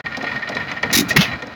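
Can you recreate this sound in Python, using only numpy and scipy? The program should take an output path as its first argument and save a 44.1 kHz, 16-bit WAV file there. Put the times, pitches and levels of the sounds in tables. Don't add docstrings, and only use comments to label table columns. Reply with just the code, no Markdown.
import sys
import numpy as np
from scipy import signal
from scipy.fft import rfft, irfft
from scipy.io import wavfile

SR = 44100
rng = np.random.default_rng(int(sys.argv[2]) if len(sys.argv) > 2 else 0)


def output_pcm(signal):
    pcm = np.clip(np.atleast_2d(signal).T, -1, 1) * 32767
    wavfile.write(sys.argv[1], SR, np.round(pcm).astype(np.int16))


N = 68355
T = np.arange(N) / SR

# time_s, grind_db, rumble_db
RUNNING_LEVELS = [(0, -32, -40), (.1, -34.5, -37), (.27, -33, -43), (.36, -29, -31), (.42, -36, -45),
                  (.62, -30, -33), (.66, -34, -38), (.71, -29.5, -37), (.81, -37, -40), (.86, -29, -31),
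                  (1.0, -31, -27), (1.25, -31, -35), (1.34, -30, -29), (1.4, -36.5, -42)]
# start_s, level_db, decay_s
KNOCKS = [(.0605, -19.5, .003), (.0665, -22, .005), (.118, -28, .018), (.1465, -23.5, .006),
          (.209, -26, .01), (.243, -20, .007), (.267, -22, .02), (.315, -23, .01), (.357, -23, .014),
          (.421, -25, .02), (.474, -24.5, .012), (.521, -26, .01), (.5685, -15.5, .005), (.598, -25, .018),
          (.682, -27, .022), (.7155, -19, .006), (.766, -26, .014), (.8315, -13, .0065), (.902, -19, .003),
          (.93, -21, .025), (1.107, -18.5, .01), (1.251, -23, .012), (1.28, -23, .008), (1.315, -25, .02),
          (1.4222, -28, .005)]
# start_s, tick_db, thud_db
CLACKS = [(.1685, -27.5, -24), (.2245, -34, -23), (.4895, -27, -22), (.5485, -31, -27), (.7143, -33, -34),
          (.828, -28, -22), (.911, -33, -34), (1.1285, -28, -29), (1.4212, -34, -28), (1.4681, -40, -37)]
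# time_s, thump_db, reopening_hiss_db
VALVE_SLAPS = [(.9245, -21, -14.5), (.9465, -19, -12.5), (.9700, -9.5, -13), (.9918, -6.5, -19),
               (1.0102, -7, -36)]
# start_s, level_db, rise_s, hold_s, decay_s
JOLTS = [(.9015, -17, .001, .004, .005), (1.1055, -14, .004, .009, .004)]
FIRING_HISS = (1.083, -24.5, .012, .002, .009)
FIRING_SCRAPE = (1.094, -25, .003, .02, .006)
BARK = (1.1615, -7, .004, .008, .004)
BLOWDOWN = [(1.175, -22, .003, .055, .025), (1.205, -17.5, .008, .005, .01)]
BOOM = (1.1785, -6.5, .008, .016, .0065)
# time_s, gain_db
DROPOUT = [(.008, 0), (.024, -60), (.039, -60), (.042, -10), (.048, 0)]

# pitch_hz, relative_db, t60_s
IRON_MODES = [(460, -20, .15), (965, -14, .12), (1420, -8, .05), (1800, -2, .035), (1866, 0, .07),
              (2050, -4, .06), (2335, -11, .06), (2555, -12, .04), (2880, -17, .1), (3430, -16, .07),
              (3965, -16, .08), (5160, -23, .07)]
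# pitch_hz, relative_db
SPRING_MODES = [(3980, 0), (5110, -1), (6160, -7)]
CYLINDER_MODES = [(650, -10), (1873, 4), (2525, -8)]
PORT_MODES = [(2180, -5), (2515, -1), (2676, 0), (2943, 0), (3450, -6), (4890, -6)]

# frequency_hz, relative_db
GRIND_SPECTRUM = [(150, -14), (280, -3), (380, -9), (470, -2), (700, 0), (1050, -6), (1400, -2), (1950, -1),
                  (3100, -14), (4000, -14), (7000, -32), (8500, -44), (17000, -45)]
RUMBLE_SPECTRUM = [(20, -32), (75, -2), (170, 0), (280, -1), (380, -18), (3000, -60)]
KNOCK_SPECTRUM = [(100, -23), (1000, -12), (1680, -8), (1900, 2), (2100, -3), (2400, -5), (3100, -16),
                  (4000, -17), (6300, -34), (8200, -53), (16000, -56)]
TICK_SPECTRUM = [(300, -10), (1500, -4), (5200, 0), (6800, -8), (8300, -25), (17000, -31)]
THUD_SPECTRUM = [(60, -34), (270, 5), (380, -9), (470, 3), (600, -3), (720, -1), (5000, -52)]
INTAKE_SPECTRUM = [(300, -22), (1600, -9), (2100, -2), (3400, -8), (3800, 3), (4400, -3), (6300, -2),
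                   (7400, -9), (8250, -23), (9900, -9), (17000, -13)]
BARK_SPECTRUM = [(330, -2), (600, -9), (1150, 0), (1500, -7), (2000, 6), (2700, -4), (5000, -8),
                 (6500, -15), (8100, -32), (10400, -18), (17000, -21)]
BLOWDOWN_SPECTRUM = [(200, -9), (1500, -5), (3500, -1), (6400, -13), (7900, -35), (10500, -23),
                     (17000, -26)]


def amp(level_db):
    return 10 ** (np.asarray(level_db) / 20)


def unit_rms(x):
    return x / np.sqrt(np.mean(x ** 2))


def noise():
    return rng.standard_normal(N)


def convolve(x, response):
    return signal.fftconvolve(x, response / np.linalg.norm(response))[:N]


def colour(x, spectrum, taps=4096):
    frequency_hz, relative_db = np.array(spectrum).T
    grid_hz = np.maximum(np.arange(taps // 2 + 1) * SR / taps, 1)
    grid_db = np.interp(np.log(grid_hz), np.log(frequency_hz), relative_db)
    cepstrum = irfft(np.log(amp(grid_db)))
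    cepstrum[1:taps // 2] *= 2
    cepstrum[taps // 2 + 1:] = 0
    return convolve(x, irfft(np.exp(rfft(cepstrum))))


def ring(x, modes):
    age_s = T[:N // 4]
    response = np.zeros_like(age_s)
    for k, (pitch_hz, relative_db, t60_s) in enumerate(modes):
        envelope = amp(relative_db) / np.sqrt(t60_s) * np.exp(-np.log(1000) * age_s / t60_s)
        response += (-1) ** k * envelope * np.sin(2 * np.pi * pitch_hz * age_s)
    return convolve(x, response)


def swell(start_s, level_db, rise_s, hold_s, decay_s):
    age_s = T - start_s
    attack = np.clip(age_s / rise_s, 0, 1)
    return amp(level_db) * attack * np.exp(-np.maximum(age_s - rise_s - hold_s, 0) / decay_s)


def wavelet(centre_s, level_db, pitch_hz, width_s):
    age_s = T - centre_s
    return amp(level_db) * np.sin(2 * np.pi * pitch_hz * age_s) * np.exp(-(age_s / width_s) ** 2 / 2)


def contacts(rate_per_s=1100, spread_db=2.4):
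    hits = rng.random(N) < rate_per_s / SR
    return unit_rms(hits * np.sign(noise()) * amp(spread_db * noise()))


def gears_and_cart(ring_db=-4.5):
    time_s, grind_db, rumble_db = np.array(RUNNING_LEVELS).T
    teeth = unit_rms(contacts() + .7 * noise()) * amp(np.interp(T, time_s, grind_db))
    rumble = unit_rms(colour(noise(), RUMBLE_SPECTRUM)) * amp(np.interp(T, time_s, rumble_db))
    return colour(teeth, GRIND_SPECTRUM) + amp(ring_db) * ring(teeth, IRON_MODES) + rumble


def knocks(strike_db=17, ring_db=-.5):
    force = np.zeros(N)
    for start_s, level_db, decay_s in KNOCKS:
        envelope = swell(start_s, level_db, rise_s=.22 * decay_s, hold_s=0, decay_s=decay_s)
        rattle = envelope * (contacts() + noise())
        force += rattle * np.linalg.norm(envelope) / np.linalg.norm(rattle)
        force[int(start_s * SR)] += amp(level_db + strike_db)
    return colour(force, KNOCK_SPECTRUM) + amp(ring_db) * ring(force, IRON_MODES)


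def spring_twang(start_s, level_db, top_hz=5900, fall_s=.011):
    cycles = top_hz * fall_s * np.exp(-np.maximum(T - start_s, 0) / fall_s)
    return swell(start_s, level_db, rise_s=.0014, hold_s=0, decay_s=.007) * np.sin(2 * np.pi * cycles)


def push_rod(spring_db=-5, spring_t60_s=.03, twang_db=-4, thud_lag_s=.002):
    tick_envelope, thud_envelope, twangs = np.zeros((3, N))
    for start_s, tick_db, thud_db in CLACKS:
        tick_envelope += swell(start_s, tick_db, rise_s=.0014, hold_s=.0014, decay_s=.0042)
        thud_envelope += swell(start_s + thud_lag_s, thud_db, rise_s=.005, hold_s=0, decay_s=.024)
        twangs += spring_twang(start_s, tick_db + twang_db)
    ticks = tick_envelope * noise()
    springs = amp(spring_db) * ring(ticks, [(hz, db, spring_t60_s) for hz, db in SPRING_MODES])
    thuds = colour(thud_envelope * noise(), THUD_SPECTRUM)
    return colour(ticks, TICK_SPECTRUM) + springs + twangs + thuds


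def cylinder_pings():
    tone = sum(amp(db) * np.sin(2 * np.pi * hz * T) for hz, db in CYLINDER_MODES)
    return sum(swell(*jolt) for jolt in JOLTS) * tone


def intake(reopen_lag_s=.002, pipe_lag_s=.007, pipe_hz=290):
    flow, thumps = np.zeros((2, N))
    for shut_s, thump_db, hiss_db in VALVE_SLAPS:
        flow += swell(shut_s + reopen_lag_s, hiss_db, rise_s=.003, hold_s=.0142, decay_s=.003)
        thumps += wavelet(shut_s, thump_db, pitch_hz=260, width_s=.0019)
    pipe_start_s = VALVE_SLAPS[-1][0] + pipe_lag_s
    pipe_envelope = swell(pipe_start_s, level_db=-16.5, rise_s=.004, hold_s=0, decay_s=.016)
    pipe = pipe_envelope * np.sin(2 * np.pi * pipe_hz * (T - pipe_start_s))
    return colour(flow * noise(), INTAKE_SPECTRUM) + thumps + pipe


def firing():
    hiss = colour(swell(*FIRING_HISS) * noise(), INTAKE_SPECTRUM)
    scrape = colour(swell(*FIRING_SCRAPE) * noise(), TICK_SPECTRUM)
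    return hiss + scrape


def exhaust(boom_start_hz=125, glide_hz_per_s=2800, port_db=-3.5, port_t60_s=.08):
    pressure_front = -wavelet(centre_s=1.1607, level_db=-11, pitch_hz=320, width_s=.0013)
    bark = swell(*BARK) * noise()
    gas = sum(swell(*puff) for puff in BLOWDOWN) * noise()
    age_s = T - BOOM[0]
    boom_cycles = boom_start_hz * age_s + glide_hz_per_s * age_s ** 2 / 2
    boom = swell(*BOOM) * np.sin(2 * np.pi * boom_cycles)
    port = amp(port_db) * ring(gas + .5 * bark, [(hz, db, port_t60_s) for hz, db in PORT_MODES])
    return pressure_front + colour(bark, BARK_SPECTRUM) + colour(gas, BLOWDOWN_SPECTRUM) + boom + port


def scene(scatter_db=-21):
    engine = gears_and_cart() + knocks() + push_rod() + cylinder_pings() + intake() + firing() + exhaust()
    yard_response = noise() * swell(start_s=.004, level_db=0, rise_s=.003, hold_s=0, decay_s=.022)
    return (engine + amp(scatter_db) * convolve(engine, yard_response))[None]


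def record(dry, low_cut_hz=48, high_cut_hz=17000):
    thinned = signal.sosfilt(signal.butter(2, low_cut_hz, "high", fs=SR, output="sos"), dry)
    time_s, gain_db = np.array(DROPOUT).T
    clipped = np.clip(thinned * amp(np.interp(T, time_s, gain_db)), -1, 1)
    return signal.sosfilt(signal.ellip(8, .2, 60, high_cut_hz, fs=SR, output="sos"), clipped)


dry = scene()
out = record(dry)
output_pcm(out)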